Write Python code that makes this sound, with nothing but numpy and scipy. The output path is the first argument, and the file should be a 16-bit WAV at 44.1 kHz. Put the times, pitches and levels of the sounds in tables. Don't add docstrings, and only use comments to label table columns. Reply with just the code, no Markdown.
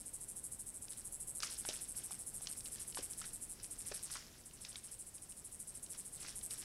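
import sys
import numpy as np
from scipy import signal
from scipy.fft import rfft, irfft, next_fast_len
from scipy.io import wavfile

SR = 44100
rng = np.random.default_rng(int(sys.argv[2]) if len(sys.argv) > 2 else 0)


def put_to_file(sound):
    columns = np.atleast_2d(sound).T
    safe = np.clip(columns, -1, 1)
    whole_steps = np.round(safe * 32767)
    wavfile.write(sys.argv[1], SR, whole_steps.astype(np.int16))


def how_loud(loudness_db):
    steps = np.asarray(loudness_db, float) / 20
    return 10 ** steps


N = 292824

# first_stroke_s, last_even_stroke_s, closing_drag_s
SONG_PHRASES = [(-0.0175, 3.331, .007), (3.631, 3.941, .0095), (4.383, 4.531, 0), (4.6115, 6.583, 0)]
EVEN_STROKES, CLOSING_STROKES = (45, 5, 3, 27), (2, 2, 0, 0)
# time_s, stroke_level_db
SINGING_EFFORT = [(0, -45.5), (.45, -44.5), (.74, -46), (1.6, -42.8), (2.2, -44.5), (2.85, -43.2),
                  (3.63, -45.5), (3.9, -43.5), (4.2, -44), (4.38, -58), (4.457, -50.5), (4.53, -53.5),
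                  (4.61, -49.5), (4.9, -47), (5.2, -48.5), (5.95, -45.8), (6.13, -47), (6.4, -44)]
FULL_STROKE_DB = -43
# position (share of stroke length), relative_level_db
FILE_TEETH = [(-.3, -20), (-.22, -20), (-.15, -16), (-.08, -13), (0, -6.5), (.08, -5.5), (.14, -4),
              (.21, -3.5), (.29, -3.5), (.39, -3), (.51, -2), (.66, -2), (0.822, -2), (1, -4.5),
              (1.202, -22)]
# centre_hz, width_hz, first_teeth_db, last_teeth_db, growth (dB per dB of stroke level)
WING_RESONANCES = [(5740, 5400, -26, -17, 2.5), (8450, 1474, -7, -4.5, 1.06), (8540, 310, -28, -22, 2.2),
                   (9250, 1390, -4.5, -8, 1), (10050, 1800, -0.5, -4, 1.7), (10950, 1500, -11.5, -13.5, 3)]
# frequency_hz, t60_s
WOOD_RING = [(1000, 0.19), (6000, 0.1), (8500, 0.21), (12000, 0.093)]
# time_s, flow_db
TRICKLE_FLOW = [(0, -68), (.83, -85), (1.35, -85), (1.9, -72), (4.5, -67), (5.6, -70), (6.64, -66)]
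# crest_s, flow_db, rise_s (time to rise by 20 dB)
WATER_SURGES = [(.92, -59, .06), (1.435, -44, .03), (1.71, -47.5, .12), (1.981, -54, .08), (2.123, -58, .3),
                (2.486, -55, .2), (2.69, -61, .2), (2.796, -54.5, .2), (2.985, -51, .05), (3.12, -60, .3),
                (3.231, -53, .1), (3.62, -60, .2), (3.75, -61, .3), (3.89, -55, .17), (3.963, -51.5, .14),
                (4.115, -52, .04), (4.169, -49, .3), (4.36, -60, .2), (4.667, -57.5, .25), (4.745, -57, .3),
                (4.883, -59.5, .2), (5.749, -63, .2), (5.946, -58.5, .13), (6.264, -50, .15),
                (6.515, -51, .03), (6.625, -52.5, .06)]
# frequency_hz, relative_level_db (per Hz)
SLOSH_COLOUR = [(200, -45), (500, -11), (1000, -7), (1500, -2), (2200, -4.5), (3500, -4.5), (5300, -3.5),
                (7000, -1), (11000, -8), (16000, -32)]
# frequency_hz, relative_level_db (per Hz)
BACKGROUND_COLOUR = [(12, -13), (20, 5.5), (44, 2), (119, -0.5), (245, -4.5), (333, -7), (1270, -18.5),
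                     (4090, -24), (6940, -19), (8440, -18.5), (10500, -15), (15600, -26.5)]
# time_s, level_db
BACKGROUND_LEVEL = [(0, -60.5), (1.68, -59), (3.94, -59.5), (4.9, -62), (6.64, -59)]
# start_s, spatter_level_db
WATER_FLICKS = [(0.8826, -46), (0.933, -48.5), (1.015, -52), (2.6055, -44), (2.924, -46.5), (2.9464, -38),
                (3.134, -48), (3.6437, -42.5), (3.8056, -49), (4.5104, -53), (4.6493, -35.5), (5.181, -52),
                (5.322, -52), (5.8629, -49.5), (5.933, -50), (6.4115, -45)]
# start_s, spatter_level_db, plop_pitch_hz, plop_level_db, length_s (of the plops)
MUD_SMACKS = [(1.403, -36.5, 1700, -47, 0.0029), (1.4242, -31.5, 1800, -62, 0.0085),
              (1.4318, -28.5, 1510, -35, 0.0058), (1.6502, -43, 1150, -41, 0.003),
              (1.6885, -31, 450, -41.5, 0.0034), (1.6957, -34, 600, -47.5, 0.01),
              (1.771, -46, 805, -56, 0.021), (2.108, -45.5, 880, -52.5, 0.005),
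              (2.121, -42.5, 2000, -49, 0.005), (2.4086, -50, 764, -56.5, 0.003),
              (2.4707, -30.5, 1810, -54, 0.0039), (2.657, -39.5, 2200, -63, 0.011),
              (2.971, -38, 1100, -38, 0.013), (2.9877, -41.5, 360, -41.5, 0.0083),
              (3.2154, -39.5, 1340, -43, 0.0053), (3.241, -44, 1640, -46, 0.0066),
              (3.598, -48.5, 1610, -56, 0.0099), (3.9148, -39.5, 480, -41, 0.01),
              (3.919, -45, 1520, -39.5, 0.005), (4.1004, -44, 1580, -45.5, 0.0154),
              (4.1547, -41, 1350, -37.5, 0.011), (4.757, -41, 3300, -34.5, 0.0039),
              (5.9484, -49.5, 1490, -52, 0.015), (6.224, -45.5, 750, -55, 0.021),
              (6.2485, -55, 1640, -48, 0.0145), (6.284, -49, 1800, -44.5, 0.012),
              (6.508, -41, 3000, -50, 0.0054)]


def unit(x):
    return x / np.sqrt(np.mean(x ** 2) + 1e-20)


def along(points, hz):
    point_hz, value = np.transpose(points)
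    return np.interp(np.log(hz + 1), np.log(point_hz + 1), value)


def curve(rows):
    time_s, value = np.transpose(rows)
    return np.interp(np.arange(N) / SR, time_s, value)


def filtered(x, response):
    size = next_fast_len(N + SR // 2)
    spectrum = rfft(x, size) * response(np.fft.rfftfreq(size, 1 / SR))
    return irfft(spectrum, size)[..., :N]


def resonance(f, hz, width_hz):
    return 1j * f * width_hz / (hz * hz - f * f + 1j * f * width_hz)


def coloured(spectrum):
    return unit(filtered(rng.standard_normal(N), lambda hz: how_loud(along(spectrum, hz))))


def grains(start_s, hz, cycles, gain, size=512):
    turns = hz[:, None] * np.arange(size) / SR
    decay = np.exp(-turns / cycles)
    onset = 1 - np.exp(-2 * turns)
    wave = gain[:, None] * np.sin(2 * np.pi * turns) * decay * onset
    index = np.round(start_s * SR).astype(int)[:, None] + np.arange(size)
    return np.bincount(np.clip(index, 0, N).ravel(), wave.ravel(), N + 1)[:N]


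def strokes():
    beats = []
    for (first_s, last_s, drag_s), even, closing in zip(SONG_PHRASES, EVEN_STROKES, CLOSING_STROKES):
        count = np.arange(even + closing)
        period_s = (last_s - first_s) / (even - 1)
        beats.append(first_s + count * period_s + drag_s * np.maximum(count - even + 1, 0))
    beat_s = np.concatenate(beats)
    late, loud, long = rng.standard_normal((len(beat_s), 3)).T
    late_s = .0012 * late
    level_db = np.interp(beat_s, *np.transpose(SINGING_EFFORT)) + .6 * loud
    length_s = .035 + .0007 * (level_db - FULL_STROKE_DB) + .003 * long - 2 * late_s
    return np.array([beat_s + late_s, level_db, length_s])


def cricket():
    stroke_s, stroke_db, length_s = strokes()[:, :, None]
    share, tooth_db = np.transpose(FILE_TEETH)
    chance = rng.standard_normal((len(stroke_s), 4, len(FILE_TEETH)))
    inner = share * (1 - share) != 0
    strike_s = stroke_s + length_s * (share + .013 * inner * chance[:, 0])
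    gain = how_loud(-33.2 + tooth_db + chance[:, 1])
    second_s = strike_s + .00048 + .00012 * chance[:, 2]
    second_gain = gain * how_loud(-1.5 + 1.8 * chance[:, 3])
    strike_s = np.concatenate([strike_s, second_s])
    gain = np.concatenate([gain, second_gain])
    effort_db = np.concatenate([stroke_db, stroke_db]) - FULL_STROKE_DB
    progress = np.clip(share, 0, 1) + 0 * strike_s
    index = np.round(strike_s * SR).astype(int).ravel()
    heard = (index >= 0) & (index < N)
    song = 0
    for hz, width_hz, first_db, last_db, growth in WING_RESONANCES:
        level_db = first_db + (last_db - first_db) * progress + growth * effort_db
        size = gain * how_loud(level_db + 1.2 * rng.standard_normal(strike_s.shape))
        strikes = np.bincount(index[heard], size.ravel()[heard], N)
        ring = filtered(strikes, lambda f: resonance(f, hz, width_hz) ** 2)
        song = song + ring * SR / (2 * width_hz)
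    return song


def echoes(x):
    hz, time_s, spectrum = signal.stft(rng.standard_normal(SR // 2), SR, nperseg=128)
    decay_db = -60 * time_s / along(WOOD_RING, hz)[:, None]
    tail = signal.istft(spectrum * how_loud(decay_db), SR, nperseg=128)[1]
    return signal.fftconvolve(x, tail / np.linalg.norm(tail))[:N]


def flow():
    time_s = np.arange(N) / SR
    flow_db = curve(TRICKLE_FLOW)
    for crest_s, crest_db, rise_s in WATER_SURGES:
        swell_db = 20 * (crest_s - time_s) / rise_s
        drain_db = 95 * (time_s - crest_s)
        flow_db = np.maximum(flow_db, crest_db - np.maximum(swell_db, drain_db))
    return how_loud(flow_db)


def slosh():
    when, pitch, size = rng.random((3, 9000))
    hz = 1300 * (7000 / 1300) ** pitch ** .7
    gain = how_loud(18 * size ** 3) * hz
    drops = grains(when * N / SR, hz, cycles=1.65, gain=gain, size=128)
    return flow() * (.45 * coloured(SLOSH_COLOUR) + .47 * unit(drops))


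def background_noise():
    return how_loud(curve(BACKGROUND_LEVEL)) * coloured(BACKGROUND_COLOUR)


def spatter():
    flick_s, flick_db = np.transpose(WATER_FLICKS)[:, :, None]
    smack_s, smack_db, _, _, length_s = np.transpose(MUD_SMACKS)[:, :, None]
    start_s = np.concatenate([smack_s, flick_s])
    level_db = np.concatenate([smack_db, flick_db])
    spread_s = 1.3 * np.concatenate([length_s, np.full_like(flick_s, .0035)])
    when, pitch, size = rng.random((len(start_s), 3, 16)).transpose(1, 0, 2)
    when[:, :4] *= .3
    pitch[:, :4] = (pitch[:, :4] + np.arange(4)) / 4
    hz = 2700 * (7500 / 2700) ** pitch
    gain = how_loud(level_db - 10 * when - 2.05 * size + 4.5) * np.sqrt(hz / 4000)
    drop_s = start_s + spread_s * when
    return grains(drop_s.ravel(), hz.ravel(), cycles=1.195, gain=gain.ravel(), size=128)


def plops():
    start_s, _, plop_hz, plop_db, length_s = np.transpose(MUD_SMACKS)[:, :, None]
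    when, pitch, size = rng.random((len(start_s), 3, 7)).transpose(1, 0, 2)
    when[:, 0] = 0
    pitch = (pitch + np.arange(7)) / 7
    hz = plop_hz * 2 ** (1.45 * (pitch - .5) * (when > 0))
    gain = how_loud(plop_db - 12.6 * when - 3.1 * size + 7) * np.sqrt(hz / plop_hz)
    return grains((start_s + length_s * when).ravel(), hz.ravel(), cycles=1.05, gain=gain.ravel())


def scene():
    insect = cricket()
    mud = spatter() + plops()
    wood = echoes(how_loud(-6.5) * insect + how_loud(-10.5) * mud)
    return (insect + mud + wood + slosh())[None]


def microphone(sound):
    def colour(f):
        port = 1 + how_loud(.5) * resonance(f, 5405, 760)
        treble_edge = 1 / np.sqrt(1 + (f / 11150) ** 16)
        return port * treble_edge
    return filtered(sound, colour)


def band_limit(x):
    return signal.sosfilt(signal.butter(12, 15720, fs=SR, output="sos"), x)


def record(dry):
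    noisy = microphone(dry) + background_noise()
    mix = filtered(noisy, lambda hz: hz < 15800)
    return band_limit(mix)


dry = scene()
out = record(dry)
put_to_file(out)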